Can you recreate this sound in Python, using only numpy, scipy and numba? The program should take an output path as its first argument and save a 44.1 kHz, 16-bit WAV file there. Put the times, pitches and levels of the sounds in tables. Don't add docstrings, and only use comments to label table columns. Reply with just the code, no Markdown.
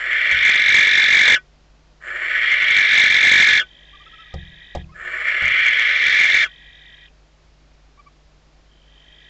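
import sys
import numpy as np
from scipy import signal
from scipy.fft import rfft, irfft
from scipy.io import wavfile
from numba import njit

SR = 44100
rng = np.random.default_rng(int(sys.argv[2]) if len(sys.argv) > 2 else 0)


def generate_wav(signal):
    frames = np.transpose(np.atleast_2d(signal))
    scaled = np.clip(frames, -1, 1) * 32767
    pcm = np.round(scaled).astype(np.int16)
    wavfile.write(sys.argv[1], SR, pcm)


N = 409688
TIME = np.arange(N) / SR
FFT_SIZE = 2 ** 19
BIN_HZ = np.maximum(np.arange(FFT_SIZE // 2 + 1) * SR / FFT_SIZE, 1)

# start and end in seconds, relative level in dB, swell in dB,
# upper resonance trim in dB, midpoint and spread of the flutter's fade-in in seconds, its depth 0-1.
NEAR_SCREECHES = [(-.22, 1.343, -4.5, 27, -6, 0.43, .34, .96), (2.0, 3.593, -7.5, 22, -5, 2.72, 0.26, .88),
                  (4.93, 6.435, -8, 25.5, -8.5, 5.874, .25, 0.5)]
# place and length in cycles, pitch as a ratio to the main
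# resonance, glide of that ratio per cycle, relative level in dB.
FLUTTER_WHISTLES = [(.9, .07, .86, .45, 7.5), (0.02, 0.043, 1.83, -1.0, 10)]
# frequency in Hz, gain in dB.
AIR_EQ = [(150, -20), (280, -23), (350, -3), (600, -1.5), (900, -6), (1250, 9), (2500, -4.5), (4000, -21),
          (5400, -27), (6300, -18.5), (7200, -10.5), (8400, -16.5)]
# frequency in Hz, gain in dB.
BILL_EQ = [(800, -14.5), (1250, -2), (1550, -6), (2300, -1.5), (2600, -1), (3600, -4), (4000, -9),
           (4450, -0.5), (4750, -10), (5600, -3), (6400, -9.5), (7200, -5)]
# centre in Hz, width in Hz, gain in dB.
BOX_RESONANCES = [(363, 30, 9.5), (402, 82, -9), (495, 30, 8), (634, 63, 6.5), (931, 250, -6),
                  (1125, 16, 4.5), (1170, 41, -11), (1500, 42, 10.5), (1660.5, 73, -10), (1702.2, 83, 13),
                  (1908, 18, 2), (2043, 100, -6.5), (2118, 38, 4.5), (2303, 120, 3.5), (2475, 74, -7.5),
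                  (2630, 83, -8.5), (2747, 65, 6.5), (2866, 50, -7), (2972, 120, 10.5), (3050, 180, -9),
                  (3150, 56, 9), (3277, 46, 10.5), (3365, 43, -7.5), (3480, 24, 6), (3750, 50, 1.5),
                  (4370, 90, 4), (4600, 130, -7), (5000, 46, 4.5)]
# frequency in Hz, gain in dB.
NIGHT_EQ = [(20, -2.5), (45, 3), (75, -3), (120, -11), (300, -11), (480, -13.5), (620, -11.5), (850, -16),
            (1700, -19), (4800, -23.5), (7000, -24), (8700, -39)]
# multiple of 50 Hz, peak level in dB.
HUM_HARMONICS = [(1, -51.5), (3, -61.5)]
# start in seconds, ring gain in dB, contact corner in Hz (lower is softer),
# clatter level in dB, scrape level in dB.
BOX_BUMPS = [(0.325, -34.5, 130, -72, -57), (4.339, -27.5, 375, -37.5, -36.5), (4.750, -27, 1200, -25, -31),
             (5.422, -34, 250, -36, -32)]
# frequency in Hz, relative level in dB, seconds to fall 60 dB.
BOARD_MODES = [(29.06, -10, 0.73), (53, -19.5, .5), (70.65, 2.5, 0.42), (87.2, -9.5, .4), (112, -11, 0.57),
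               (139, -6.5, 0.39), (154, -9, 0.7), (182, -8.5, 0.6), (336, -21.5, 0.59), (360, -16.5, .25),
               (472, -6, 0.12), (540, 2, 0.079), (720, -11.5, 0.18), (798, -0.5, 0.027), (1086, -19, 0.075),
               (1200, -10, 0.076)]
# frequency in Hz, gain in dB.
CLATTER_EQ = [(100, -3.5), (220, -0.5), (400, -7.5), (800, -1), (1200, -28), (2000, -20.5), (5000, -35.5)]
# start and end in seconds, relative level in dB, swell in dB,
# opening flutter rate in Hz.
FAR_CALLS = [(3.3, 4.805, -38.8, 21, 49.8), (5.6, 7.054, -40, 21, 48.3), (8.64, 10.15, -35.5, 32, 49)]
# frequency in Hz, gain in dB.
FAR_EQ = [(1300, -27.5), (1690, 12.5), (1790, -2.5), (1900, 11), (2150, -6.5), (2400, 10.5), (2900, -2.5),
          (3120, 7.5), (3400, -4.5), (3780, -0.5), (4100, -15.5), (6000, -14)]
# start and length in seconds, pitch near the top in Hz, relative level in dB.
BIRD_NOTES = [(3.928, 0.039, 1190, -44.5), (3.996, 0.041, 1196, -46), (4.061, 0.029, 1314, -41),
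              (4.125, 0.036, 1310, -43), (4.175, 0.069, 1310, -45.5), (4.254, .035, 1260, -53),
              (4.32, 0.04, 1246, -44), (4.89, 0.023, 1070, -47.5), (4.918, 0.024, 1276, -44.5),
              (7.974, 0.044, 1162, -44), (8.059, 0.031, 1153, -44)]

ATTACK_S, SWELL_S, SAG_DB, SHUT_S, RELEASE_DB = 0.078, .55, 4, .04, 26.5
MAIN_HZ, MAIN_RISE_HZ, MAIN_SAG_HZ, MAIN_SHUT_HZ = 1704.3, 479.1, 160.25, 1186
UPPER_HZ, UPPER_RISE_HZ, UPPER_FLUTTER_HZ, UPPER_SHUT_HZ, UPPER_SWELL_DB = 2940, 322, 380, 2400, 19
FLUTTER_HZ, FLUTTER_SAG_HZ, DUCK_DB = 48.84, 3.4, 11
HOLLOW_HZ, HOLLOW_RISE_HZ, HOLLOW_WIDTH_HZ = 5500, 2760, 2400
NIGHT_DB, CEILING_DB, TOP_HZ = -56.5, -6.3, 8600


def undb(db):
    return 10 ** (np.asarray(db) / 20)


def unit(x):
    return x / np.sqrt(np.mean(x ** 2))


def noise():
    return rng.standard_normal(N)


def drift(per_s):
    points = rng.standard_normal(N // 20)
    return unit(np.interp(TIME * per_s, np.arange(len(points)), points))


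def tone(hz):
    return np.sin(2 * np.pi * np.cumsum(hz) / SR)


def shape(x, db):
    cepstrum = irfft(db * np.log(10) / 20)
    cepstrum[1:FFT_SIZE // 2] *= 2
    cepstrum[FFT_SIZE // 2 + 1:] = 0
    return irfft(rfft(x, FFT_SIZE) * np.exp(rfft(cepstrum)))[:N]


def eq(x, points):
    hz, db = np.transpose(points)
    return shape(x, np.interp(np.log(BIN_HZ), np.log(hz), db))


@njit
def bandpass(x, tuning, damping):
    out, band_state, low_state = np.empty(len(x)), 0., 0.
    for i in range(len(x)):
        band = (band_state + tuning[i] * (x[i] - low_state)) / (1 + tuning[i] * (tuning[i] + damping[i]))
        band_state = 2 * band - band_state
        low_state += 2 * tuning[i] * band
        out[i] = damping[i] * band
    return out


def hiss(hz, width_hz):
    hz = hz * np.ones(N)
    tuning, damping = np.tan(np.pi * hz / SR), width_hz / hz
    return unit(bandpass(bandpass(noise(), tuning, damping), tuning, damping))


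def current_call(calls):
    table = np.array(calls)
    return table[np.maximum(np.searchsorted(table[:, 0], TIME) - 1, 0)].T


def puff(phase, at, length):
    offset = (phase - at + .5) % 1 - .5
    return np.exp(-.5 * (offset / length) ** 2), offset


def breath(start, end, full_db, swell_db):
    age = np.maximum(TIME - start, 0)
    effort = 1 - np.exp(-age / SWELL_S)
    spent = np.minimum(age / (end - start), 1) ** 2
    shut = np.clip((TIME - end) / SHUT_S, 0, 2)
    attack_db = 20 * np.log10(np.clip(age / ATTACK_S, 1e-4, 1))
    level_db = full_db + attack_db - swell_db * (1 - effort) - SAG_DB * spent - RELEASE_DB * shut ** 2
    return level_db, effort, spent, np.minimum(shut, 1)


def near_owl():
    start, end, full_db, swell_db, trim_db, flutter_s, fade_s, full_depth = current_call(NEAR_SCREECHES)
    level_db, effort, spent, shut = breath(start, end, full_db, swell_db)
    level_db += 1.13 * drift(14)
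    fluttering = (1 + np.tanh((TIME - flutter_s) / fade_s)) / 2
    depth = full_depth * fluttering * (1 - shut) ** 2
    rate_hz = (FLUTTER_HZ - FLUTTER_SAG_HZ * spent) * (1 + 0.00806 * drift(40))
    phase = np.cumsum(rate_hz) / SR % 1
    main_hz = MAIN_HZ + MAIN_RISE_HZ * effort - MAIN_SAG_HZ * spent
    main_hz += (MAIN_SHUT_HZ - main_hz) * shut
    upper_hz = UPPER_HZ + UPPER_RISE_HZ * effort + UPPER_FLUTTER_HZ * fluttering
    upper_hz += (UPPER_SHUT_HZ - upper_hz) * shut
    upper_db = trim_db - UPPER_SWELL_DB * (1 - effort) + 9 * shut
    voice = throat_rasp(main_hz, upper_hz, upper_db, phase, depth)
    voice += flutter_whistles(phase, main_hz) * depth ** 1.1
    rattle = undb((2.01 - 1.8 * depth) * drift(420) + .5 * drift(35))
    air = bill_air(level_db, spent, fluttering, phase, depth)
    return eq(undb(level_db) * voice * rattle, BILL_EQ) + air * rattle


def throat_rasp(main_hz, upper_hz, upper_db, phase, depth):
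    closing = np.clip((1950 - main_hz) / 370, 0, 1)
    waver = 1 + 0.027 * drift(350)
    squeal = closing * (tone(main_hz * waver) + tone(upper_hz * waver) * undb(upper_db - 1.5))
    wobble = 1 + .05 * depth * np.sin(2 * np.pi * phase)
    main = hiss(main_hz * wobble, 610 - 90 * depth - 400 * closing) * (1 - .5 * closing)
    upper = hiss(upper_hz, 900 - 600 * closing) * undb(upper_db - 0.5 - 4.2 * depth - 7.6 * closing)
    duck, _ = puff(phase, at=0.77, length=0.09)
    return main * undb(-DUCK_DB * depth * duck) + upper + squeal


def flutter_whistles(phase, main_hz):
    out = np.zeros(N)
    for at, length, ratio, glide, db in FLUTTER_WHISTLES:
        envelope, offset = puff(phase, at, length)
        hz = main_hz * (ratio + glide * offset) * (1 + .014 * drift(90))
        out += envelope * tone(hz) * undb(db + 1.3 * drift(45))
    return out


def bill_air(level_db, spent, fluttering, phase, depth):
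    air = unit(eq(noise(), AIR_EQ)) * undb(-34.5)
    air *= np.tanh(undb(level_db + 27.5))
    pulse_db = 5.7 * depth * np.cos(2 * np.pi * phase)
    sizzle = hiss(5700, 3600) * (0.08 + fluttering) * undb(level_db - 23.0 + pulse_db)
    rush = air + sizzle
    hollow_hz = HOLLOW_HZ + HOLLOW_RISE_HZ * np.sqrt(spent)
    return rush - bandpass(rush, np.tan(np.pi * hollow_hz / SR), HOLLOW_WIDTH_HZ / hollow_hz)


def nest_box(x):
    walls_db = sum(db / (1 + (2 * (BIN_HZ - hz) / width) ** 2) for hz, width, db in BOX_RESONANCES)
    direct = shape(x, walls_db - .6)
    t = TIME[:SR // 20]
    tail = rng.standard_normal(len(t)) * undb(-60 * t / 0.028)
    scattered = signal.fftconvolve(direct, tail / np.linalg.norm(tail))[:N]
    return direct + eq(scattered, [(2500, -11), (4500, -7.5)])


def night_bed():
    floor = unit(eq(noise(), NIGHT_EQ)) * undb(NIGHT_DB)
    hum = sum(undb(db) * np.sin(2 * np.pi * 50 * harmonic * TIME) for harmonic, db in HUM_HARMONICS)
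    return floor + hum


def box_bumps():
    out = np.zeros(N)
    clatter = unit(eq(noise(), CLATTER_EQ))
    scrape = hiss(4500, 6400)
    t = TIME[:SR]
    for start, ring_db, corner_hz, clatter_db, scrape_db in BOX_BUMPS:
        ring = np.zeros(SR)
        for k, (hz, mode_db, t60) in enumerate(BOARD_MODES):
            contact = (-1) ** k / np.hypot(1, hz / corner_hz)
            ring += contact * undb(mode_db - 60 * t / t60) * np.sin(2 * np.pi * hz * t)
        span = slice(int(start * SR), int(start * SR) + SR)
        out[span] += undb(ring_db) * ring
        out[span] += clatter[span] * undb(clatter_db - 60 * t / 0.12)
        out[span] += scrape[span] * undb(scrape_db - 60 * t / 0.032) * (1 - np.exp(-t / 0.0013))
    return out


def far_owl():
    start, end, full_db, swell_db, rate_hz = current_call(FAR_CALLS)
    level_db, effort, spent, shut = breath(start, end, full_db, swell_db)
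    phase = np.cumsum((rate_hz - FLUTTER_SAG_HZ * spent) * (1 + .015 * drift(30))) / SR % 1
    push = effort * (1 - shut)
    whistle_hz = 3080 + 640 * np.sin(2.0 * phase) * push - 550 * shut ** 2 + 70 * drift(70)
    whistle = hiss(whistle_hz, 560) * np.sin(np.pi * phase) ** 1.5 * undb(4.5 + 11 * shut)
    rasp = hiss(1950, 571) * undb(2.6 * np.cos(2 * np.pi * phase) - 3.5) * push
    air = hiss(3600, 1500) * undb(-8)
    return eq(rasp + whistle + air, FAR_EQ) * undb(level_db - 5.5)


def piping_bird():
    out = np.zeros(N)
    for start, length, hz, db in BIRD_NOTES:
        arch = np.sin(np.linspace(0, np.pi, int(length * SR)))
        phase = 2 * np.pi * np.cumsum(hz * (.93 + 0.081 * arch)) / SR
        note = np.sin(phase) + undb(-9) * np.sin(2 * phase) + undb(-22) * np.sin(4 * phase)
        first = int(start * SR)
        out[first:first + len(note)] += undb(db) * arch * note
    return out * undb(3 * drift(160))


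def scene():
    return (nest_box(near_owl()) + far_owl() + box_bumps() + piping_bird() + night_bed())[None]


def record(dry):
    ceiling = undb(CEILING_DB) * (1 + .085 * np.sign(dry))
    clipped = dry / (1 + np.abs(dry / ceiling) ** 4.5) ** (1 / 4.5)
    distortion = signal.sosfilt(signal.butter(1, 40, "high", fs=SR, output="sos"), clipped - dry)
    softened = eq((dry + distortion)[0], [(5000, 0.0), (6400, -4.5), (7500, -4.5), (8600, -18.0)])
    return signal.sosfilt(signal.ellip(8, .2, 70, TOP_HZ, fs=SR, output="sos"), softened)[None]


dry = scene()
out = record(dry)
generate_wav(out)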